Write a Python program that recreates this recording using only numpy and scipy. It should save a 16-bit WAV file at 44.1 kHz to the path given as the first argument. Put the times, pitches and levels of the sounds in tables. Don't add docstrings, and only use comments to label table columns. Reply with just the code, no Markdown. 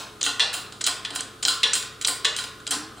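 import sys
import numpy as np
from scipy import signal
from scipy.fft import rfft, irfft
from scipy.io import wavfile
from scipy.ndimage import uniform_filter1d

SR = 44100
rng = np.random.default_rng(int(sys.argv[2]) if len(sys.argv) > 2 else 0)


def transcribe(u):
    v = np.clip(np.atleast_2d(u).T, -1, 1)
    q = np.round(v * 32767).astype(np.int16)
    wavfile.write(sys.argv[1], SR, q)


N = 132300
LEAD = int(0.15 * SR)

BANDS_HZ = [500, 1400, 3600, 7800, 14500]
# [t/s, direct crack peak/dB, relative ringing level/dB in five bands, decay/ms]
LINK_BLOWS = [(0.2127, -7, -28, -44, -27, -31, -72, 3.5), (0.2294, 1.5, -51, -26, -21.5, -4.5, -81, 1.5),
              (0.239, -7.5, -38, -56, -17, -60, -34, 2.5), (0.2536, -13, -22.5, -67, -21, -13, -29, 5.3),
              (0.2636, -3, -30.5, -11, -12, -18, -54, 1.6), (0.2815, -30, -31, -25, -46, -35, -62, 1.5),
              (0.5387, -10, -30, -22.5, -21, -16, -26.5, 11), (0.5664, -18, -33.5, -33, -25, -31, -43, 5.2),
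              (0.7222, -17.5, -33, -38.5, -34.5, -35.5, -54, 4.0),
              (0.8108, -9.5, -35, -38, -35, -24.5, -63, 6.1), (0.84, 0, -53, -32.5, -19, -13, -53, 2.4),
              (0.8647, -1.5, -54, -42, -25.5, -25, -38, 4.8),
              (0.8731, -1, -24.5, -17.5, -14, -11, -26, 1.4),
              (1.1049, -13.5, -23.5, -34, -25.5, -30, -57, 2.6),
              (1.1357, -23, -40, -23, -32, -30, -44, 3.2), (1.1591, -7.5, -28, -23, -23, -16, -34, 2.2),
              (1.1922, -21, -60, -35, -29, -59, -61, 12), (1.2067, -8, -31, -34, -35, -20, -57, 1.9),
              (1.4274, -3.5, -28, -28, -23.5, -14.5, -66, 6.4),
              (1.4512, 3, -49, -34, -11.5, -9.5, -64, 1.33), (1.4561, -11.5, -28, -28, -31, -43, -34, 7.7),
              (1.4755, -11, -46, -7.5, -49, -8.5, -22, 4.0), (1.483, 2, -24, -25.5, -8, -8.5, -55, 1.3),
              (1.7324, -0.5, -54, -25, -28, -11, -64, 6.4), (1.7389, -21, -26.5, -38, -18.5, -11, -27, 1.3),
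              (1.7524, -3.5, -59, -17, -17.5, -12.5, -22.5, 3.2),
              (1.8259, -14, -46, -27, -31, -28, -55, 1.7), (2.0118, -17, -55, -26.5, -27, -30, -37, 4.5),
              (2.0235, -9.5, -60, -53, -42, -25, -71, 2.4), (2.047, -1, -33.5, -30, -15.5, -18, -67, 5.2),
              (2.0664, -14, -29, -38, -55, -39, -39, 4.0), (2.0718, 2, -36, -40, -18, -7.5, -28.5, 2.4),
              (2.0821, -3, -20.5, -16.5, -21, -12.5, -21, 4.0), (2.364, -8, -56, -26, -21.5, -13, -35, 1.7),
              (2.3854, -13, -42, -18, -19.5, -17.5, -35, 5.7),
              (2.4396, -10.5, -32, -28.5, -28, -27.5, -41, 2.6), (2.601, -29, -64, -36, -48, -44, -72, 2),
              (2.6659, -37, -59, -23, -45, -36, -62, 1.3), (2.6751, -8.5, -29.5, -46, -30.5, -27, -60, 2.9),
              (2.7075, -5, -33, -27, -28, -13, -31, 6.2), (2.7134, -15, -22.5, -16.5, -14, -10, -29, 5.5),
              (2.972, -34, -30, -34, -42, -35, -63, 5.5)]
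# [t/s, crack peak/dB, five ringing levels/dB, decay/ms]
CLANK_BLOWS = [(0.3956, 0, -40, -44, -37, -44, -72, 4.5), (0.4016, -5, -20.5, -15.5, -6.5, -11.5, -46, 4.6),
               (1.0485, -8, -33.5, -25.5, -22, -30.5, -57, 8.4), (1.631, 1, -33, -24, -16.5, -24, -48, 5.6),
               (1.6369, -6, -18, -14, -7, -13.5, -44, 2.4), (2.2461, 0, -34, -17.5, -14.5, -17, -42, 8.8),
               (2.2521, -0.5, -18, -17.5, -10, -18.5, -45, 2)]
# [t/s, crack peak/dB, five ringing levels/dB, decay/ms]
EARLIER_BLOWS = [(-.09, -12, -16, -17.5, -12.5, -9.5, -20, 3.5)]
# [t/s, crack peak/dB, five ringing levels/dB, decay/ms]
SCRAPE_BLOWS = [(0.2094, -11.5, -53, -43, -33, -29, -61, 3.2), (0.246, -14, -50, -32, -24, -30, -39, 6.),
                (0.529, -14, -59, -34, -44, -38, -45, 10), (0.8078, -14.5, -55, -30, -30, -31, -51, 5.5),
                (0.853, -20, -55, -24, -24, -41, -50, 6.), (.880, -14, -45, -26, -32, -27, -50, 9.3),
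                (1.149, -15, -44, -42, -44, -37, -41, 8.), (1.187, -24, -56, -44, -22, -44, -58, 7),
                (1.4255, -14, -56, -40, -34, -38, -46, 4.), (1.491, -29, -53, -32, -28, -38, -50, 9.),
                (2.012, -10.5, -55, -47, -35, -25, -64, 3.7), (2.378, -19, -50, -42, -35, -27, -47.5, 6.5),
                (2.6664, -9.5, -57.5, -40, -25, -29, -50, 2.7), (2.721, -9, -37, -27, -30, -23, -52, 29)]
# [f/Hz, relative level/dB, t60/s]
LINK_MODES = [(270.4, 9.5, 0.45), (454, -2.5, 0.58), (780, 8.5, 0.24), (1048, 5, 0.74), (1153, -4.5, 0.75),
              (1498, 7, 0.46), (1421, -3, 1), (1434, -1.5, 1), (2783, 10, 0.22), (3074, 10, 0.21),
              (3100, 8, 0.14), (3270, 11.5, 0.15), (3974, 9, 0.27), (4186, 10, 0.25), (4900, 10, .35),
              (6650, -15, 0.13), (7430, -13, 0.067), (8750, 19.5, 0.053), (10000, 11, 0.15)]
CLANK_MODES_HZ = [441, 1040, 1109, 1455, 1774, 1960, 2855, 3110, 3226, 3452, 3666, 4032, 4186, 4484, 5766,
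                  8400]
# [relative level/dB, t60/s]
CLANK_RING = [(-3, 0.49), (-5, 0.33), (-8.5, 0.72), (-7, 0.67), (6.5, 0.34), (-1.5, 0.42), (-2, 0.41),
              (-11, 0.25), (-8, 0.26), (4.5, .25), (-4.5, 0.16), (2.5, 0.29), (-8, 0.23), (-8.5, 0.63),
              (-1, 0.4), (-11, 0.24)]
# [f/Hz, t60/s]
TAIL_T60 = [(300, 0.6), (1400, 0.72), (3700, 0.57), (8000, 0.32), (13000, 0.34)]
# [t/s, f/Hz, level/dB]
GROAN_TRACK = [(2.7, 289, -43), (2.75, 260, -35.5), (2.778, 292, -33), (2.896, 327, -45), (2.94, 231, -56),
               (2.95, 241.5, -67)]
# [f/Hz, relative level/dB per Hz]
FLOOR_SPECTRUM = [(18, -43), (30, -24.5), (210, 1), (345, 0), (801, -12), (1070, -22), (1220, 2.5),
                  (1430, -3), (1860, -14.5), (2830, -16.5), (4910, -16.5), (14800, -24), (16000, -44)]
# [f/Hz, level/dB, line width/Hz]
HUM_TONES = [(39, -55, 4.4), (64, -57, 1.6), (103.8, -49.5, 2.36), (131, -52.5, 3.1), (433.7, -48.5, 4.7)]
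# [f/Hz, level/dB]
SIDE_COLOUR = [(60, -11), (250, -10.5), (700, -1.5), (3000, -1.5), (8000, -8), (13000, 0)]
# [f/Hz, level/dB]
MICROPHONE = [(100, -7), (1500, -8), (2300, -10), (3300, -4), (4200, -4.5), (5500, -10), (8300, -5.5),
              (10300, -5), (12400, -19), (14000, -10), (15500, -5)]

RISE_MS, SCRAPE_RISE_MS = 0.82, 3.4
GRIT_DB = 3.5
BASS_CUT_DB = -11.5
CRACK_LO_HZ, CRACK_HI_HZ = 1300, 15600
TAIL_DB, LINK_MODES_DB, CLANK_MODES_DB = -6, -9, -7.5
TAIL_RISE_S = 0.0013
LINK_SHIMMER_HZ, CLANK_SHIMMER_HZ = 29.96, 28.57
SHIMMER = 2.63
SIDE_DB = -12
GROAN_ROUGH_DB = 2.0
FLOOR_DB, FLOOR_SIDE_DB = -41, -3.5
HISS_DB = -64.0
TOP_HZ = 15700


def undb(db):
    return 10 ** (np.asarray(db) / 20)


def unit(x):
    return x / np.sqrt(np.mean(x ** 2, axis=-1, keepdims=True))


def log_interp(hz, points):
    p = np.array(points)
    return np.interp(np.log(hz), np.log(p[:, 0]), p[:, 1])


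def curve(points, n):
    return log_interp(np.arange(n // 2 + 1) * SR / n + 1, points)


def band(x, lo_hz, hi_hz):
    return signal.sosfilt(signal.butter(2, [lo_hz, hi_hz], "bandpass", fs=SR, output="sos"), x)


def blows(rows, modes, shimmer_hz, modes_db):
    size, n, centre = 4096, N + LEAD, 128
    t_ms = np.arange(size) / SR * 1000
    widths_db = 10 * np.log10([700, 1300, 3300, 5500, 5000])
    chance = rng.standard_normal((len(rows), 2, size))
    direct, rattle, push = np.zeros((3, n + size))
    for ((when_s, peak_db, *levels_db, decay_ms), rise_ms), (noise, grit) in zip(rows, chance):
        shape = (1 - np.exp(-t_ms / rise_ms)) * np.exp(-t_ms / max(decay_ms, 0.3))
        grit_gain = undb(GRIT_DB * unit(uniform_filter1d(grit, size=30)))
        burst = unit(noise * shape * grit_gain)

        per_hz_db = levels_db - widths_db
        colour_db = np.r_[per_hz_db[0] + BASS_CUT_DB, per_hz_db]
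        colour = undb(curve(np.c_[[120] + BANDS_HZ, colour_db], size))
        hit = np.roll(irfft(rfft(burst) * colour, size), centre)
        start = int(when_s * SR) + LEAD - centre
        rattle[start:start + size] += hit

        pulse = np.roll(irfft(colour), centre)[:2 * centre] * np.hanning(2 * centre)
        push_start = start + int(rise_ms * SR / 1000)
        push[push_start:push_start + 2 * centre] += pulse * np.sqrt(size)

        crack = band(hit, CRACK_LO_HZ, CRACK_HI_HZ)
        direct[start:start + size] += crack * undb(peak_db) / np.abs(crack).max()

    tail = dense_tail()
    lines = steel_modes(modes, shimmer_hz, modes_db)
    ring = signal.fftconvolve(rattle[None], tail) + signal.fftconvolve(push[None], lines)
    mid, side = ring[:, :n]
    direct = direct[:n]
    direct_side = undb(SIDE_DB) * np.roll(direct, 9)
    return np.array([direct + mid, side + direct_side])[:, LEAD:]


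def mid_side_gain():
    return undb([[0], [SIDE_DB]]) / np.sqrt(20)


def steel_modes(modes, shimmer_hz, modes_db):
    t = np.arange(SR) / SR
    lines = 0
    for hz, db, t60_s in modes:
        offsets_hz = rng.standard_normal((6, 1)) * shimmer_hz
        phases = rng.random((7, 2, 1)) * 2 * np.pi
        cluster = np.sin(2 * np.pi * hz * t + phases[-1])
        for offset_hz, phase in zip(offsets_hz, phases):
            cluster = cluster + SHIMMER / 2 * np.sin(2 * np.pi * (hz + offset_hz) * t + phase)
        lines = lines + undb(db) * cluster * np.exp(-np.log(1000) * t / t60_s)
    return undb(modes_db) * unit(lines) * mid_side_gain()


def dense_tail():
    t = np.arange(SR) / SR
    tail = 0
    for hz in 220 * 2 ** np.arange(0, 6.4, 0.5):
        t60_s = log_interp(hz, TAIL_T60)
        fade = np.exp(-np.log(1000) * t / t60_s) * (1 - np.exp(-t / TAIL_RISE_S))
        noise = band(rng.standard_normal((2, SR)), hz / 2 ** 0.25, hz * 2 ** 0.25)
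        tail = tail + noise * fade / np.sqrt(t60_s)
    return undb(TAIL_DB) * unit(tail) * mid_side_gain()


def groan():
    t = np.arange(N) / SR
    when_s, hz, db = np.array(GROAN_TRACK).T
    gate = np.interp(t, [when_s[0] - 0.02, when_s[0], when_s[-1], when_s[-1] + 0.082], [0, 1, 1, 0])
    phase = 2 * np.pi * np.cumsum(np.interp(t, when_s, hz)) / SR
    rough = undb(GROAN_ROUGH_DB * unit(band(rng.standard_normal(N), 19, 55)))
    level = np.sqrt(2) * undb(np.interp(t, when_s, db))
    return level * gate * rough * np.sin(phase)


def garage():
    air = irfft(rfft(rng.standard_normal((2, N))) * undb(curve(FLOOR_SPECTRUM, N)), N)
    wide = signal.sosfilt(signal.butter(1, 150, "highpass", fs=SR, output="sos"), air[1])
    room = np.array([air[0], wide * undb(FLOOR_SIDE_DB)]) * undb(FLOOR_DB) / np.std(air[0])
    t = np.arange(N) / SR
    for hz, db, width_hz in HUM_TONES:
        drift = np.cumsum(rng.standard_normal(N)) * np.sqrt(2 * np.pi * width_hz / SR)
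        room[0] += np.sqrt(2) * undb(db) * np.sin(2 * np.pi * hz * t + drift)
    return room


def scene():
    clank_rows = [(row, RISE_MS) for row in CLANK_BLOWS]
    link_rows = [(row, RISE_MS) for row in list(LINK_BLOWS) + list(EARLIER_BLOWS)]
    link_rows += [(row, SCRAPE_RISE_MS) for row in SCRAPE_BLOWS]
    clank_modes = np.c_[CLANK_MODES_HZ, CLANK_RING]

    clank = blows(clank_rows, clank_modes, CLANK_SHIMMER_HZ, CLANK_MODES_DB)
    link = blows(link_rows, LINK_MODES, LINK_SHIMMER_HZ, LINK_MODES_DB)
    mid, side = link + clank + garage()
    mid = mid + groan()
    side = irfft(rfft(side) * undb(curve(SIDE_COLOUR, N)), N)
    return np.array([mid + side, mid - side])


def record(dry):
    taps = np.roll(irfft(undb(curve(MICROPHONE, 1024))), 64)[:128] * np.hanning(128)
    heard = signal.fftconvolve(dry, taps[None], mode="same")
    heard = heard + undb(HISS_DB) * rng.standard_normal(dry.shape)
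    heard = signal.sosfilt(signal.butter(6, 38, "high", fs=SR, output="sos"), heard)
    rounded = np.tanh(heard)
    return signal.sosfilt(signal.ellip(8, 0.2, 60, TOP_HZ, fs=SR, output="sos"), rounded)


dry = scene()
out = record(dry)
transcribe(out)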